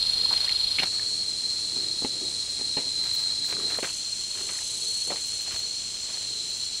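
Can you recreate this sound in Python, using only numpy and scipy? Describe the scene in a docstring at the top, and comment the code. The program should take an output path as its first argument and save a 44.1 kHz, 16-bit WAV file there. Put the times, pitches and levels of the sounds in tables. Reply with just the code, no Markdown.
"""Cicadas drone in a farmyard from start to end, heard from three spots one after the other.
Five singers throb near 4 kHz, patterned clicks through resonant bellies, over a far chorus of shaped noise.
Close by, soft roots are lifted and laid on a slatted rack: noise-puff thuds, snaps, ticks and scuffs.
At the second spot thuds ring a basin; at the last a raspy cicada of hard clicks joins higher up."""
import sys
import numpy as np
from scipy import signal
from scipy.fft import rfft, irfft
from scipy.io import wavfile
from scipy.ndimage import uniform_filter1d

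SR = 44100
rng = np.random.default_rng(int(sys.argv[2]) if len(sys.argv) > 2 else 0)


def to_linear_factor(level_db):
    """Convert decibel levels (scalar or array-like) to linear amplitude factors."""
    exponent = np.asarray(level_db, float) / 20
    return 10 ** exponent


def to_wav(sig):
    """Store sig (one row per channel, or 1-D mono) as 16-bit WAV at the path in sys.argv[1].

    Samples outside -1..1 are clipped; the rate is SR.
    """
    pcm = np.clip(np.atleast_2d(sig), -1, 1) * 32767
    pcm = np.round(pcm).astype(np.int16)
    wavfile.write(sys.argv[1], SR, pcm.T)  # frames by channels


N = 299880

# times at which the listener moves on: [time_s]
MOVES_S = [.85, 3.785]
MOVE_FADE_S = 0.015
# level of the singers, one row per spot, one column per singer from low to high: [level_db]
SONG = [
    [-50, -40, -38, -32, -44],
    [-48.5, -43.5, -37.5, -35.5, -40.5],
    [-51, -52, -41.5, -38, -41],
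]
# click throb, one row per spot, one column per singer: [depth 0-1]
THROB = [
    [.2, .25, .35, .38, .35],
    [.4, .12, .08, .1, .1],
    [.3, .2, .08, .1, .12],
]
# power share of the clicks that repeats every cycle, per spot: [share 0-1]
REPEAT = [.8, .45, .4]
# throb of the song's level, per spot: [depth 0-1]
BEAT = [.17, .03, .05]
# main belly resonance of each singer: [pitch_hz, width_hz (offset where a third is left)]
BELLIES = [(3840, 100), (3965, 45), (4085, 55), (4200, 60), (4310, 40)]
# muscle rhythm of each singer: [cycles_per_s, start_turns]
CYCLES = [(28.2, .42), (27.1, .44), (25.85, .36), (25.85, .35), (25.82, .37)]
# weaker belly resonances, one list per spot: [pitch_hz, width_hz (offset where a third is left), level_db]
OVERTONES = [
    [(3150, 60, -66), (3343, 45, -44.5), (3700, 38, -42.5), (4300, 170, -33), (4840, 82, -46),
     (5070, 100, -50), (5570, 220, -52)],
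    [(3357, 200, -50.5), (3535, 4.4, -59), (4930, 14, -70), (5000, 310, -46)],
    [(3420, 53, -65), (5230, 31, -52.5), (7250, 16, -50), (7270, 71, -59.5)],
]
# phrases in which one singer stands out on a narrower pitch: [start_s, length_s, level_db, pitch_hz]
PHRASES = [(-0.3, 0.84, -33.5, 4183), (-0.1, 0.83, -34.5, 4252), (0.7, .6, -34, 4325),
           (1.306, 1, -40.5, 4300), (1.197, 0.41, -35, 4144), (1.3, 1.26, -41, 4085), (1.6, 1.5, -47, 3860),
           (2.25, 0.69, -38.5, 4190), (2.852, 0.44, -34.5, 4114), (2.846, 1.03, -38.5, 4006),
           (2.85, 1.15, -43.5, 3905), (3.2, .8, -34.5, 4175), (3.65, .9, -44, 4358),
           (4.101, 0.45, -49.5, 4176), (4.775, 0.42, -33, 4318), (5.2, 0.67, -42.5, 4297),
           (6.002, 1.0, -44.5, 4305), (6.3, 0.87, -43, 3974)]
PHRASE_WIDTH_HZ, PHRASE_EDGE = 23.7, 0.17  # offset where a third is left; rise and fall as share of length
SWELL_DB, SWELLS_PER_S = 2, 4.4  # spread and rate of the singers' chance swells
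PURE, WAVER_HZ = 0.6, 5.0  # power share of a phrase that is a clear tone; spread of its pitch
# level line of the raspy cicada: [time_s, level_db (before the body levels)]
RASP = [(3.78, -52), (3.98, -48), (4.05, -64), (4.199, -55.5), (4.45, -48), (4.8, -45), (5.08, -46),
        (5.1, -55), (5.2, -49), (5.36, -49), (5.401, -55), (5.5, -62)]
# resonances of the raspy cicada: [pitch_hz, width_hz (offset where a third is left), level_db (relative)]
RASP_BODY = [(6300, 470, 1), (7100, 230, -8.5), (7910, 400, 2.5), (9020, 440, 0.5), (10460, 510, -5),
             (11800, 400, -17)]
RASP_CLICKS_HZ, RASP_THROB_HZ, RASP_START_TURNS = 390, 29.8, 0.59
# thuds of the roots: [start_s, peak_db, pitch_hz, brightness_db (slap against thump), t60_s (of the puff)]
THUDS = [(0.307, -27.5, 1020, -12, 0.14), (0.336, -39.5, 207, 16, 0.026), (0.783, -36, 234, -6, 0.064),
         (0.796, -31, 220, -10, 0.046), (0.823, -26, 675, 2, 0.042), (0.833, -26.5, 200, 7.5, 0.04),
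         (1.765, -39, 268, -11, 0.076), (2.022, -32, 286, -12, 0.085), (2.047, -24, 426, -2.5, 0.041),
         (2.214, -42, 295.6, -6, 0.041), (2.593, -43, 360, 6, 0.05), (2.613, -35, 365, -18, 0.039),
         (2.77, -27, 765, 1.5, 0.14), (2.784, -32.5, 275, -3, 0.025), (2.872, -40.5, 232, -15, 0.065),
         (3.524, -35, 390, 7.5, 0.088), (3.786, -23, 525, -1.5, 0.057), (3.828, -24, 335, -0.5, 0.12),
         (3.845, -32.5, 370, 11.5, 0.052), (3.877, -39, 571, 2, 0.048), (4.489, -40.5, 416, 12.5, 0.17),
         (5.075, -38.5, 350, -18, 0.15), (5.103, -25, 606, -2, 0.18), (5.119, -25.5, 840, -12, 0.063),
         (5.478, -39.5, 543, 5, 0.062), (5.509, -49, 382, 18, 0.11), (6.085, -46.5, 423, 10, 0.21)]
# time span in which thuds fall in the basin: [start_s, end_s]
BASIN_S = (1.7, 2.9)
# ringing tones of the basin: [pitch_hz, level_db (against the thud), t60_s]
BASIN = [(275, -3.5, 0.085), (360, -27, 0.64), (420, -5.5, 0.071), (514, -25.5, 0.62), (830, -14, 0.068)]
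# dry snaps of the slats: [start_s, peak_db, pitch_hz]
SNAPS = [(0.257, -33, 1040), (0.3752, -24.5, 2870), (0.4294, -34, 2370), (0.4664, -28, 2830),
         (0.477, -29.5, 1870), (0.4932, -21.5, 2650), (0.786, -12.5, 2480), (0.7974, -17, 2720),
         (0.8094, -21, 2550), (0.8535, -32, 2670), (0.9955, -32, 1750), (3.038, -37, 1940),
         (3.2231, -36, 2380), (3.445, -36, 1740), (3.5138, -37, 1400), (3.566, -35, 1380),
         (3.599, -34.5, 1220), (3.7508, -33, 1790), (3.772, -32, 1300), (3.892, -28, 2850),
         (4.554, -35, 1894), (4.5885, -32, 1820), (5.16, -28, 2200), (5.179, -29, 2820), (5.403, -33, 2930),
         (5.522, -30, 2950), (6.1186, -36, 2876)]
# puff of the hardest snap; it halves for each such step softer, down to the least
SNAP_T60_S, SNAP_HALVES_DB, SNAP_LEAST_S = 0.055, 12, 0.02
# low bumps under the heaviest contacts: [start_s, peak_db, pitch_hz, t60_s (of the puff)]
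PUSHES = [(0.79, -42, 130, .06), (0.826, -42, 130, .06), (1.77, -50, 140, .1), (2.772, -41, 130, .12),
          (3.526, -44, 130, .07), (4.49, -47, 130, .12), (5.535, -43, 55, .08)]
# grit ticks: [start_s, peak_db]
TICKS = [(1.8262, -46), (3.0405, -45), (3.0874, -48), (3.1358, -31), (3.1797, -43), (3.2091, -42),
         (3.2385, -44), (3.482, -45), (3.4979, -43), (3.7773, -30), (5.5223, -33), (5.5707, -44),
         (5.5952, -36), (6.4959, -45)]
TICK_T60_S = 0.01
# drags that rumble in a hollow: [start_s, length_s, level_db, pitch_hz]
RUMBLES = [(0.153, 0.28, -54.5, 428), (0.776, .1, -47, 470), (0.992, 0.26, -58, 380.4),
           (1.599, 0.52, -53.5, 360), (2.08, .33, -50, 355), (2.19, .08, -46, 340), (2.767, 0.12, -53, 404),
           (3.474, 0.35, -46, 389), (4.34, 0.21, -53, 388), (4.702, 0.278, -56.5, 420),
           (5.057, .14, -52.5, 460), (5.503, 0.22, -60, 435), (6.207, .4, -59, 403)]
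# scuffs of hands and roots: [start_s, length_s, level_db]
SCUFFS = [(0.083, 0.18, -59), (0.282, 0.18, -43.5), (0.398, 0.17, -45.5), (0.78, .12, -41),
          (0.894, 0.19, -50.5), (1.75, 0.14, -55), (2.013, .06, -52), (2.776, .09, -57), (2.97, 0.4, -49),
          (3.482, 0.045, -41), (3.561, 0.12, -47), (3.669, 0.12, -42), (3.819, 0.1, -39.5),
          (4.342, 0.13, -50), (4.46, 0.19, -50), (5.09, .06, -48), (5.149, .06, -45), (5.382, .06, -52),
          (5.44, 0.18, -45.5), (6.07, 0.24, -54)]
# sandy swishes: [start_s, length_s, level_db]
SWISHES = [(3.03, 0.027, -63), (3.14, .03, -48), (3.17, .08, -59), (3.44, 0.094, -56), (3.77, .1, -64),
           (5.25, .06, -61), (5.405, .04, -55), (5.5, 0.13, -64), (6.446, 0.22, -67)]
# constant stir under the rumbles, scuffs and swishes: [level_db]
REST_DB = [-66, -57.5, -67.5]
DRAG_ATTACK, DRAG_RELEASE = 0.23, 0.37  # shares of a drag's length
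# spectrum of the far chorus, one list per spot: [pitch_hz, density_db (relative, per Hz)]
CHORUS = [
    [(2740, -35), (4650, -10), (5040, -3), (5390, -20), (5880, -7), (6310, -18), (7100, -10), (7820, -10),
     (10100, -13.5), (12500, -31.5), (15700, -41)],
    [(2740, -31), (4650, 6.5), (4770, -16), (5150, -5.5), (5560, 4.5), (6120, -0.5), (7820, 4), (8350, 3),
     (9980, -5.5), (11600, -24.5), (15700, -32)],
    [(2740, -31), (4650, -4.5), (5020, -5.5), (5590, -6.5), (6000, -1.5), (6610, -5.5), (7500, -2),
     (9110, -9), (9680, -13), (11400, -28.5), (15700, -40)],
]
# far chorus per spot: [level_db]
CHORUS_DB = [-39.5, -38, -37.5]
# spectrum of the yard's air, one list per spot: [pitch_hz, density_db (relative, per Hz)]
YARD = [
    [(12, -36), (20, -7), (53, -3), (144, -5.5), (186, -7), (323, -11), (359, -11), (463, -10),
     (1920, -13.5), (3200, -1), (4160, -4.5), (7040, -120)],
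    [(12, -35), (20, -4), (92, -0.5), (360, -2.5), (392, -4), (753, -10.5), (1160, -13), (1510, -13.5),
     (3370, -3.5), (3600, -9), (4680, -29), (7920, -120)],
    [(12, -38), (20, -3.5), (96, -6), (174, -7), (390, -9), (1020, -16.5), (1580, -15.5), (2010, -14),
     (3390, 1), (3700, -6.5), (4810, -36), (8140, -120)],
]
# yard air per spot: [level_db]
YARD_DB = [-41, -47.5, -45.5]
# far motor drone, one list per spot: [pitch_hz, level_db]
HUM = [
    [(53, -54), (99, -62)],
    [(99, -61)],
    [(99, -62)],
]
# spectrum of the noise that differs between the ears: [pitch_hz, density_db (relative, per Hz)]
APART = [(12, -45), (20, 0), (93, -0.5), (374, -7.5), (1690, -26), (4870, -51), (5920, -21.5), (6610, -34),
         (7190, -33), (8040, -31), (8740, -59), (11600, -17), (15700, -16)]
APART_DB = -65


def rms_one(x):
    """Scales a sound to rms 1."""
    return x / np.sqrt(np.mean(x ** 2) + 1e-20)


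def over_time(points):
    """Draws a line through (time in s, value) points."""
    times, values = np.transpose(points)
    return np.interp(np.arange(N) / SR, times, values)


def by_spot(values):
    """Cross-fades three sounds or numbers as the listener moves."""
    t = np.arange(N) / SR
    first, last = [np.clip((t - s) / MOVE_FADE_S + 0.5, 0, 1) for s in MOVES_S]
    return values[0] * (1 - first) + values[1] * (first - last) + values[2] * last


def drift(rate_hz):
    """Slow chance: random points joined by straight lines, rms 1."""
    count = int(N * rate_hz / SR) + 2
    points = rng.standard_normal(count)
    return rms_one(np.interp(np.arange(N) * rate_hz / SR, np.arange(count), points))


def swells(rows, attack, release):
    """One gain per row: rises, holds and lets go."""
    t = np.arange(N) / SR
    return [to_linear_factor(db) * np.interp((t - s) / length, [0, attack, 1 - release, 1], [0, 1, 1, 0])
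            for s, length, db, *_ in rows]


def band(x, low_hz, high_hz):
    """Keeps the sound between two pitches."""
    return signal.sosfilt(signal.butter(2, [low_hz, high_hz], "band", fs=SR, output="sos"), x)


def tymbal(cycle_hz, start_turns, throb, count=60):
    """Rib clicks: one pattern repeats each muscle cycle, mixed with fresh noise, swelling once a cycle."""
    cycles = np.cumsum(1 + 0.001 * rng.standard_normal(200)) - 2 - start_turns
    where, size = rng.random(count), rng.standard_normal(count)
    at = ((cycles[:, None] + where) / cycle_hz * SR).astype(int).ravel()
    sizes = np.tile(size, len(cycles))
    keep = (at >= 0) & (at < N)
    pattern = rms_one(np.bincount(at[keep], sizes[keep], N))
    share = by_spot(REPEAT)
    clicks = np.sqrt(share) * pattern + np.sqrt(1 - share) * rng.standard_normal(N)
    phase = 2 * np.pi * (np.arange(N) / SR * cycle_hz + start_turns)
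    return clicks * (1 + np.clip(by_spot(throb), 0, 1) * np.cos(phase))


def belly(clicks, hz, width_hz):
    """Pointed resonance with steep skirts, its level kept even over a few cycles, near rms 1."""
    away = (np.arange(N // 2 + 1) * SR / N - hz) / width_hz
    tone = irfft(rfft(clicks) / (1 + away ** 2 + away ** 4), N)
    return tone / np.sqrt(uniform_filter1d(tone ** 2, size=SR // 9))


def phrases(clicks, beats):
    """Standout phrases: a wavering tone mixed with the nearest singer's clicks in a narrow resonance."""
    out = np.zeros(N)
    for gain, (s, length, _, hz) in zip(swells(PHRASES, PHRASE_EDGE, PHRASE_EDGE), PHRASES):
        nearest = np.argmin([abs(hz - own_hz) for own_hz, _ in BELLIES])
        spot = np.searchsorted(MOVES_S, s + length / 2)
        heard = by_spot(np.arange(len(SONG)) == spot)  # only at its own spot
        tone = np.sqrt(2) * np.sin(2 * np.pi * np.cumsum(hz + WAVER_HZ * drift(15)) / SR)
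        narrow = belly(clicks[nearest], hz, PHRASE_WIDTH_HZ)
        voice = np.sqrt(PURE) * tone + np.sqrt(1 - PURE) * narrow
        out += gain * heard * beats[nearest] * voice
    return out


def singers():
    """Clicks ring bellies that swell by chance; weaker resonances share the loudest singer's clicks."""
    t = np.arange(N) / SR
    clicks = [tymbal(*cycle, throb) for cycle, throb in zip(CYCLES, np.transpose(THROB))]
    beats = [rms_one(1 + by_spot(BEAT) * np.cos(2 * np.pi * (t * cycle_hz + start_turns)))
             for cycle_hz, start_turns in CYCLES]
    song = np.zeros(N)
    for db, source, body, beat in zip(np.transpose(SONG), clicks, BELLIES, beats):
        level = to_linear_factor(by_spot(db) + SWELL_DB * drift(SWELLS_PER_S))
        song += level * beat * belly(source, *body)
    overtones = by_spot([sum(to_linear_factor(db) * belly(clicks[-2], hz, width) for hz, width, db in spot)
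                         for spot in OVERTONES])
    return song + phrases(clicks, beats) + overtones


def rasp():
    """Raspy cicada: uneven hard clicks and noise in bursts with a short dip, through broad resonances."""
    t = np.arange(N) / SR
    steps = np.floor(RASP_CLICKS_HZ * t + 0.33 * drift(300))
    clicks = np.diff(steps, prepend=0) * to_linear_factor(2.1 * rng.standard_normal(N))
    throb = np.cos(2 * np.pi * (RASP_THROB_HZ * t + RASP_START_TURNS))
    gate = np.clip(1.6 + 1.5 * throb, 0.2, 1)
    source = gate * (rms_one(clicks) + 0.63 * rng.standard_normal(N))
    body = sum(to_linear_factor(db) * belly(source, hz, width) for hz, width, db in RASP_BODY)
    before, after = (RASP[0][0] - 0.01, -99), (RASP[-1][0] + 0.05, -99)
    return body * to_linear_factor(over_time([before, *RASP, after]))


def burst(t60):
    """A hard first contact, then a puff of noise that dies away."""
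    t = np.arange(int(0.12 * SR)) / SR
    puff = rng.standard_normal(len(t)) * to_linear_factor(-60 * t / np.clip(t60, 0.003, 0.2))
    puff[:6] += 1.5
    return puff


def add(out, s, sound, peak_db):
    """Lays a sound into the track at its time and peak level."""
    at = round(s * SR)
    out[at:at + len(sound)] += (to_linear_factor(peak_db) * sound / np.abs(sound).max())[:N - at]


def resonate(x, hz, width_hz):
    """Two-pole resonance."""
    r = np.exp(-np.pi * width_hz / SR)
    poles = [1, -2 * r * np.cos(2 * np.pi * hz / SR), r * r]
    return signal.lfilter([(1 - r * r) / 2, 0, (r * r - 1) / 2], poles, x)


def ring(x, hz, t60):
    """Each blow starts a decaying sine."""
    r, w = to_linear_factor(-60 / (t60 * SR)), 2 * np.pi * hz / SR
    return signal.lfilter([0, np.sin(w)], [1, -2 * r * np.cos(w), r * r], x + 1e-18)


def thuds():
    """Roots land with a dull puff and a brighter skin slap; in the basin they ring its wall."""
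    out, blows = np.zeros(N), np.zeros(N)
    for s, db, hz, bright_db, t60 in THUDS:
        puff = burst(t60)
        thump = resonate(band(puff, 67, 1250), hz, 0.83 * hz) + 0.19 * band(puff, 184, 750)
        slap = band(band(puff, 900, 3300), 700, 3600)
        add(out, s, thump, db)
        add(out, s, slap, db + bright_db)
        blows[round(s * SR)] = to_linear_factor(db) * (BASIN_S[0] < s < BASIN_S[1])
    return out + sum(to_linear_factor(db) * ring(blows, hz, t60) for hz, db, t60 in BASIN)


def snaps():
    """Slats snap: noise puffs through two stacked resonances, longer when harder."""
    out = np.zeros(N)
    hardest_db = max(db for _, db, _ in SNAPS)
    for s, db, hz in SNAPS:
        t60 = max(SNAP_LEAST_S, SNAP_T60_S * 2 ** ((db - hardest_db) / SNAP_HALVES_DB))
        add(out, s, resonate(resonate(burst(t60), hz, 0.18 * hz), hz, 1.6 * hz), db)
    return out


def pushes():
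    """Heavy contacts bump: noise puffs in a low band."""
    out = np.zeros(N)
    for s, db, hz, t60 in PUSHES:
        add(out, s, band(burst(t60), hz / 1.6, hz * 1.6), db)
    return out


def ticks():
    """Grit ticks: very short puffs in the high treble."""
    out = np.zeros(N)
    for s, db in TICKS:
        add(out, s, band(burst(TICK_T60_S), 7000, 13000), db)
    return out


def drags(rows, rest_db):
    """Gain of the drags over a faint constant stir."""
    return to_linear_factor(rest_db) + sum(swells(rows, DRAG_ATTACK, DRAG_RELEASE))


def grains(spread_db, rate_hz):
    """Grainy noise whose level jitters by chance."""
    return rng.standard_normal(N) * to_linear_factor(spread_db * drift(rate_hz))


def rubbing():
    """Hands, roots and sandals drag: grainy noise in a hollow, in the scuff range and on top."""
    hollow_hz = over_time([(s + length / 2, hz) for s, length, _, hz in RUMBLES])
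    # slow noise times a sine gives narrow noise around the hollow's pitch
    waver = rms_one(band(rng.standard_normal(N), 8.8, 40.6))
    hollow = waver * np.sin(2 * np.pi * np.cumsum(hollow_hz) / SR)
    hollow = hollow + 0.71 * rms_one(band(grains(2, 60), 108, 530))
    scrape = to_linear_factor(1.04 * drift(25)) * rms_one(band(grains(3.9, 250), 470, 5740))
    sand = rms_one(band(grains(3, 300), 9100, 16400))
    rumble, scuff, swish = map(drags, (RUMBLES, SCUFFS, SWISHES), REST_DB)
    return rumble * rms_one(hollow) + scuff * scrape + swish * sand


def coloured(spectrum):
    """Noise with the given spectrum, rms 1."""
    hz, db = np.transpose(spectrum)
    grid = np.arange(N // 2 + 1) * SR / N + 1  # one Hz up keeps the logarithm finite
    gain = to_linear_factor(np.interp(np.log(grid), np.log(hz), db, right=-99))
    return rms_one(irfft(rfft(rng.standard_normal(N)) * gain, N))


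def far_chorus():
    """Many far cicadas blur into shaped noise whose level flickers slightly."""
    chorus = by_spot([to_linear_factor(db) * coloured(shape) for shape, db in zip(CHORUS, CHORUS_DB)])
    return chorus * to_linear_factor(0.07 * drift(2.57) + 0.5 * drift(40))


def yard_air():
    """Air of the yard: steady noise shaped for each spot."""
    return by_spot([to_linear_factor(db) * coloured(shape) for shape, db in zip(YARD, YARD_DB)])


def drone(hz, db):
    """A tone that wavers a little in pitch and level."""
    level = np.sqrt(2) * to_linear_factor(db + 1.5 * drift(12))
    return level * np.sin(2 * np.pi * np.cumsum(hz + 4 * drift(10)) / SR)


def motor():
    """Far motor: low wavering tones for each spot."""
    return by_spot([sum(drone(*tone) for tone in spot) for spot in HUM])


def ear_difference():
    """Noise in opposite polarity at the two ears, which widens the picture."""
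    return to_linear_factor(APART_DB) * coloured(APART) * np.array([[1], [-1]])


def scene():
    """Everything sits in the middle except the ear difference."""
    insects = singers() + rasp()
    handling = thuds() + snaps() + pushes() + ticks() + rubbing()
    background = far_chorus() + yard_air() + motor()
    return insects + handling + background + ear_difference()


def band_limit(x):
    """A steep low-pass at the top of the band."""
    return signal.sosfilt(signal.butter(12, 16940, fs=SR, output="sos"), x)


def record(dry):
    """A steep low-pass at 15.73 kHz takes off the top."""
    low_pass = signal.ellip(10, 0.1, 60, 15730, fs=SR, output="sos")
    mix = signal.sosfilt(low_pass, dry)
    return band_limit(mix)


dry = scene()
out = record(dry)
to_wav(out)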